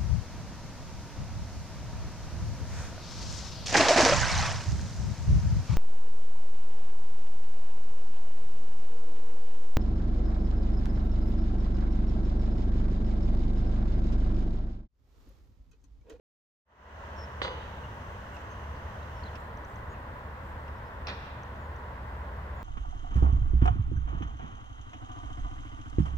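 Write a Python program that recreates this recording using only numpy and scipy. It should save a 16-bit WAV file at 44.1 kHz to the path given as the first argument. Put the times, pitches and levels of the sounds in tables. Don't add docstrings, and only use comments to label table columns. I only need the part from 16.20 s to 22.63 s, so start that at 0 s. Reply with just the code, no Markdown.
import sys
import numpy as np
from scipy import signal
from scipy.fft import rfft, irfft, next_fast_len
from scipy.io import wavfile
from scipy.ndimage import uniform_filter1d

SR = 44100
rng = np.random.default_rng(int(sys.argv[2]) if len(sys.argv) > 2 else 0)


def materialize(psi):
    bounded = np.clip(np.atleast_2d(psi).T, -1, 1)
    quanta = np.round(bounded * 32767).astype(np.int16)
    wavfile.write(sys.argv[1], SR, quanta)


N = 283563
TIME_S = np.arange(N) / SR

# freq_hz, density_db
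RUMBLE_SPECTRUM = [(10, -15), (27, -10.5), (42, -4.5), (60, -1.2), (80, 0), (100, -1.8), (125, -5.3),
                   (165, -11.5), (235, -15), (330, -26), (600, -54)]
ROAR_SPECTRUM = [(60, -22), (250, -5.5), (340, -6.3), (480, -1.8), (600, -.4), (730, -2.6), (980, 1.9),
                 (1300, -2.9), (1650, -4.1), (2050, -10.2), (2500, -17.6), (3200, -22.2), (4400, -31.2),
                 (9000, -50)]
THUD_SPECTRUM = [(100, -36), (450, 17), (1000, 6), (2000, 4.5), (2700, 2.5), (4300, -10), (6300, -30),
                 (9000, -58), (14000, -68)]
RATTLE_SPECTRUM = [(300, -5), (2000, -2.5), (2900, 2), (3700, 10), (4750, 3.5), (5400, -13), (6400, -8),
                   (8500, -42), (14000, -67)]
BOOM_SPECTRUM = [(120, -16), (300, -9.5), (480, 8.5), (720, -5), (980, 6.5), (1400, -2), (2000, -28),
                 (2600, -40), (6000, -43), (12000, -72)]
SNAP_SPECTRUM = [(400, 2.5), (1000, 3), (1800, -8), (2600, 9), (3100, -13), (4100, 2), (5000, -6),
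                 (5700, -2.5), (6500, -29), (9000, -37), (14000, -50)]
KNOCK_SPECTRUM = [(150, -1), (350, -6.5), (530, 3), (780, -1), (1100, 2.5), (1700, 7), (2200, -2.5),
                  (2450, 4.5), (3000, -6.5), (3450, 0), (4700, -9), (5700, -18), (7000, -30), (12000, -66)]
CLICK_SPECTRUM = [(800, -31), (2000, -8.5), (2500, 13.5), (3150, 8), (4000, -8), (5300, 1), (8000, -22),
                  (15000, -27)]
HISS_SPECTRUM = [(1500, -14), (2400, 1.5), (2950, 6.5), (3700, -5.5), (4700, -11), (6200, -4.5),
                 (6900, -11.5), (8000, -17.5), (10000, -26), (15000, -30)]
RUSTLE_SPECTRUM = [(2000, 18), (5000, -1), (7500, 11.5), (10000, -3), (13000, 7), (15500, -3)]
MIC_SPECTRUM = [(3000, 11), (6500, 5), (8000, 3), (10000, -38), (12500, 1), (15500, 4.5)]
# time_s, level_db
RUMBLE_LEVELS = [(.85, -51.5), (1.05, -47.5), (2.08, -44), (2.18, -48), (2.4, -45), (6.43, -44.5)]
ENGINE_LEVELS = [(.7, -50.5), (1.05, -43), (2.15, -54.5), (2.55, -42.5), (3.65, -52), (4.3, -45.5),
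                 (5, -51), (5.5, -45), (6.43, -43.5)]
# start_s, level_db
CLANK_HITS = [(1.2171, -20), (1.2468, -30), (1.254, -29), (1.2786, -29.5)]
LATCH_HITS = [(4.8697, -28), (4.885, -37)]
CLICK_HITS = [(2.166, -50), (3.153, -43.5), (4.479, -55)]
# freq_hz, relative_db, t60_s
METAL_MODES = [(440, -22, 0.34), (510, -9, 0.58), (980, -19, 0.78), (1440, -2, 0.4), (2044, -2.5, 0.44),
               (2930, -3, 0.8), (3080, -18, .6), (3388, -2, 0.36), (3580, -6, .31), (3870, -16, 0.21),
               (4177, -21, 0.31), (4470, -16, 0.53), (4770, -10, 0.35), (6232, -20.5, 0.61),
               (6380, -24, 0.6), (7870, -23, 0.23)]
# start_s, level_db
BIRD_TICKS = [(3.37, -64), (3.448, -66), (3.557, -66), (5.232, -63.5), (5.357, -70), (5.561, -68)]
# start_s, length_s, level_db, pitch_hz
BIRD_WHISTLES = [(.965, 0.1, -59, 5420), (2.947, 0.083, -73, 5360), (3.69, 0.058, -72.5, 6720),
                 (5.388, .094, -80, 6850), (6.345, 0.1, -78, 7000)]
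# start_s, length_s, level_db, pitch_hz, glide_oct, left_minus_right_db
BIRD_CHIRPS = [(.96, 0.012, -66, 5500, -.09, 4), (1.628, 0.041, -59.5, 2860, -0.079, 4),
               (2.131, 0.047, -61, 2750, -0.28, -2), (2.295, 0.047, -70.5, 6300, -0.015, 12),
               (2.553, .018, -71, 4380, .07, -6), (2.822, 0.018, -68, 3980, 0.28, 1),
               (3.033, .01, -58, 4370, .25, 13), (3.048, 0.035, -59.5, 4050, 0.024, -5),
               (3.077, .021, -64, 3400, -.18, 12), (3.734, .028, -62, 2630, -.18, 12),
               (4.55, .05, -77, 5430, .09, 4), (4.645, .05, -76, 5200, 0.15, -3)]
# peak_s, level_db
RUSTLE_SWELLS = [(2.17, -65), (3.2, -66), (3.52, -65), (4.27, -69), (5.96, -75)]
# freq_hz, t60_s
ECHO_DECAY = [(200, 0.81), (1500, 1.1), (3300, 1.43), (4500, 0.75), (6000, 0.91), (12000, 0.76)]
# freq_hz, coherence, left_lead_rad
MIC_PORTS = [(100, .98, .01), (210, .96, .15), (370, .74, .08), (570, .86, .37), (760, .46, 1.1),
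             (1000, .65, .92), (1270, .72, 2.3), (1480, .1, 1), (1700, .2, 2), (1920, .6, .01),
             (2250, .6, 2.9), (2650, .05, 3.01), (4000, .05, 4.5), (6500, .05, 7)]

METAL_START_S = 1.2175


def traffic():
    rumble = noise(RUMBLE_SPECTRUM) * amp(curve(RUMBLE_LEVELS) + 0.56 * drift(2.04))
    roar = noise(ROAR_SPECTRUM) * amp(-44.5 + 0.062 * drift(1.2))
    return rumble + roar


def engines():
    engine = drone(74.5, curve(ENGINE_LEVELS), waver_db=2)
    lorry_db = np.interp(TIME_S, [5.28, 5.74], [-52.5, -42.5])
    lorry = drone(59.25, lorry_db, waver_db=1.5)
    hum = drone(201.6, level_db=-65, waver_db=4)
    return engine + lorry + hum


def drone(pitch_hz, level_db, waver_db):
    cycles = np.cumsum(pitch_hz * (1 + 0.00794 * drift(2.37))) / SR
    return np.sqrt(2) * amp(level_db + waver_db * drift(15)) * np.sin(2 * np.pi * cycles)


def clank():
    out = np.zeros((2, N))
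    for start_s, level_db in CLANK_HITS:
        add(out, start_s, blow(THUD_SPECTRUM, level_db, rise_s=0.0002, t60_s=0.025, left_db=-2.5))
    rattle = blow(RATTLE_SPECTRUM, level_db=-33.5, rise_s=0.0095, t60_s=0.21, left_db=-4.5)
    boom = blow(BOOM_SPECTRUM, level_db=-33, rise_s=0.0097, t60_s=0.54, left_db=-0.3)
    add(out, METAL_START_S, rattle)
    add(out, METAL_START_S + 0.014, boom)
    return out + amp(-13) * echo(out)


def metal_ring(level_db=-40, rise_s=0.003):
    age_s = np.arange(SR) / SR
    attack = 1 - np.exp(-age_s / rise_s)
    out = np.zeros((2, N))
    for freq_hz, relative_db, t60_s in METAL_MODES:
        lead_rad = lookup(MIC_PORTS, freq_hz, column=2)
        phase_rad = 2 * np.pi * rng.random() - np.array([[0], [lead_rad]])
        decay = amp(level_db + relative_db - 60 * age_s / t60_s)
        mode = attack * decay * np.sin(2 * np.pi * freq_hz * age_s + phase_rad)
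        shade = min(freq_hz / 4000, 1)
        add(out, METAL_START_S, mode * pan(left_db=-5 * shade))
    return out


def clack(body_lag_s=0.008):
    out = np.zeros((2, N))
    for start_s, level_db in LATCH_HITS:
        add(out, start_s, blow(SNAP_SPECTRUM, level_db, rise_s=0.0007, t60_s=0.035, left_db=-3))
    knock = blow(KNOCK_SPECTRUM, level_db=-28.5, rise_s=0.0057, t60_s=0.18, left_db=-2)
    add(out, LATCH_HITS[0][0] + body_lag_s, knock)
    return out + amp(-9) * echo(out)


def blow(spectrum, level_db, rise_s, t60_s, left_db, min_coherence=0.57):
    age_s = np.arange(SR) / SR
    envelope = amp(level_db - 60 * age_s / t60_s) * (1 - np.exp(-age_s / rise_s))
    return noise(spectrum, SR, min_coherence) * envelope * pan(left_db)


def birds(flutter_db=2):
    ticks, whistles, chirps = np.zeros((3, 2, N))
    for start_s, level_db in BIRD_TICKS:
        tick = bird_note(0.006, level_db, pitch_hz=6110, glide_oct=0.27, jitter=0.025)
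        add(ticks, start_s, tick * pan(left_db=-8))
    for start_s, length_s, level_db, pitch_hz in BIRD_WHISTLES:
        whistle = bird_note(length_s, level_db, pitch_hz, glide_oct=-0.021, jitter=0.01)
        add(whistles, start_s, whistle * pan(left_db=4.5))
    for start_s, length_s, level_db, pitch_hz, glide_oct, left_db in BIRD_CHIRPS:
        chirp = bird_note(length_s, level_db, pitch_hz, glide_oct, jitter=0.035)
        add(chirps, start_s, chirp * pan(left_db))
    direct = (ticks + whistles + chirps) * amp(flutter_db * drift(150))
    echo_send = amp(-9) * ticks + amp(-13) * whistles + amp(-8) * chirps
    return direct + echo(echo_send)


def bird_note(length_s, level_db, pitch_hz, glide_oct, jitter):
    samples = round(length_s * SR)
    glide_hz = pitch_hz * 2 ** (glide_oct * np.linspace(-0.5, 0.5, samples))
    wobble = unit_rms(uniform_filter1d(rng.standard_normal(SR), size=30))[:samples]
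    cycles = np.cumsum(glide_hz * (1 + jitter * wobble)) / SR
    envelope = amp(level_db) * signal.windows.tukey(samples, 0.5)
    return np.sqrt(2) * envelope * np.sin(2 * np.pi * cycles)


def clicks():
    out = np.zeros((2, N))
    for start_s, level_db in CLICK_HITS:
        click = blow(CLICK_SPECTRUM, level_db, rise_s=0.00087, t60_s=0.056, left_db=-7, min_coherence=0)
        add(out, start_s, click)
    return out + amp(-16) * echo(out)


def hiss(level_db=-63, stop_s=3.155, release_s=0.0089):
    gate = np.clip((stop_s - TIME_S) / release_s, 0, 1)
    return noise(HISS_SPECTRUM) * amp(level_db) * gate * pan(left_db=-6.5)


def rustles(half_width_s=0.068, flutter_db=3.7):
    swells = sum(amp(level_db) * np.exp(-((TIME_S - peak_s) / half_width_s) ** 2)
                 for peak_s, level_db in RUSTLE_SWELLS)
    return noise(RUSTLE_SPECTRUM) * swells * amp(flutter_db * drift(120))


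def echo(sound, taps_per_s=3000, rise_s=0.04, wall_s=0.195, smear_s=0.015, wall_db=3):
    taps = rng.standard_normal((2, SR)) * (rng.random((2, SR)) < taps_per_s / SR)
    freq_hz, delay_s, bands = signal.stft(taps, SR, nperseg=256)
    boost_db = wall_db * np.exp(-((delay_s - wall_s) / smear_s) ** 2)
    decay_db = 60 * delay_s / lookup(ECHO_DECAY, freq_hz)[:, None]
    bands = bands * amp(boost_db - decay_db) * (1 - np.exp(-delay_s / rise_s))
    tail = signal.istft(bands, SR, nperseg=256)[1]
    return signal.fftconvolve(sound, tail / np.linalg.norm(tail[0]), axes=1)[:, :N]


def noise(spectrum, samples=N, min_coherence=0):
    fft_size = next_fast_len(samples, True)
    freq_hz = np.fft.rfftfreq(fft_size, 1 / SR)
    left, independent = rfft(rng.standard_normal((2, fft_size)))
    coherence = np.clip(lookup(MIC_PORTS, freq_hz), min_coherence, 1)
    right = coherence * left + np.sqrt(1 - coherence ** 2) * independent
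    right *= np.exp(-1j * lookup(MIC_PORTS, freq_hz, column=2))
    coloured = np.array([left, right]) * amp(lookup(spectrum, freq_hz))
    return unit_rms(irfft(coloured, fft_size)[:, :samples])


def drift(rate_hz):
    knots_s = np.arange(0, TIME_S[-1] + 1, 0.5 / rate_hz)
    values = rng.standard_normal(4000)[:len(knots_s)]
    return unit_rms(np.interp(TIME_S, knots_s, values))


def amp(level_db):
    return 10 ** (np.asarray(level_db) / 20)


def unit_rms(sound):
    return sound / np.sqrt(np.mean(sound ** 2) + 1e-20)


def lookup(table, freq_hz, column=1):
    columns = np.transpose(table)
    return np.interp(np.log(freq_hz + 1), np.log(columns[0] + 1), columns[column])


def curve(table):
    return np.interp(TIME_S, *np.transpose(table))


def pan(left_db):
    return amp([[left_db / 2], [-left_db / 2]])


def add(mix, start_s, sound):
    part = mix[:, round(start_s * SR):][:, :sound.shape[1]]
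    part += sound[:, :part.shape[1]]


def scene():
    bed = traffic() + engines() + hiss() + rustles()
    return bed + clank() + metal_ring() + clack() + clicks() + birds()


def record(dry):
    start_s, open_s, ease_s, depth_db = 0.45, 0.056, 0.48, -27
    mic_noise_db, cutoff_hz = -70, 15800
    age_s = TIME_S - start_s
    gate = np.clip(age_s / open_s, 0, 1)
    ease_db = depth_db * np.clip(1 - age_s / ease_s, 0, 1) ** 2
    faded = (dry + amp(mic_noise_db) * noise(MIC_SPECTRUM)) * gate * amp(ease_db)
    lowpass = signal.firwin(511, cutoff_hz, window=("kaiser", 9), fs=SR)
    return signal.oaconvolve(faded, lowpass[None], "same")


dry = scene()
out = record(dry)
materialize(out)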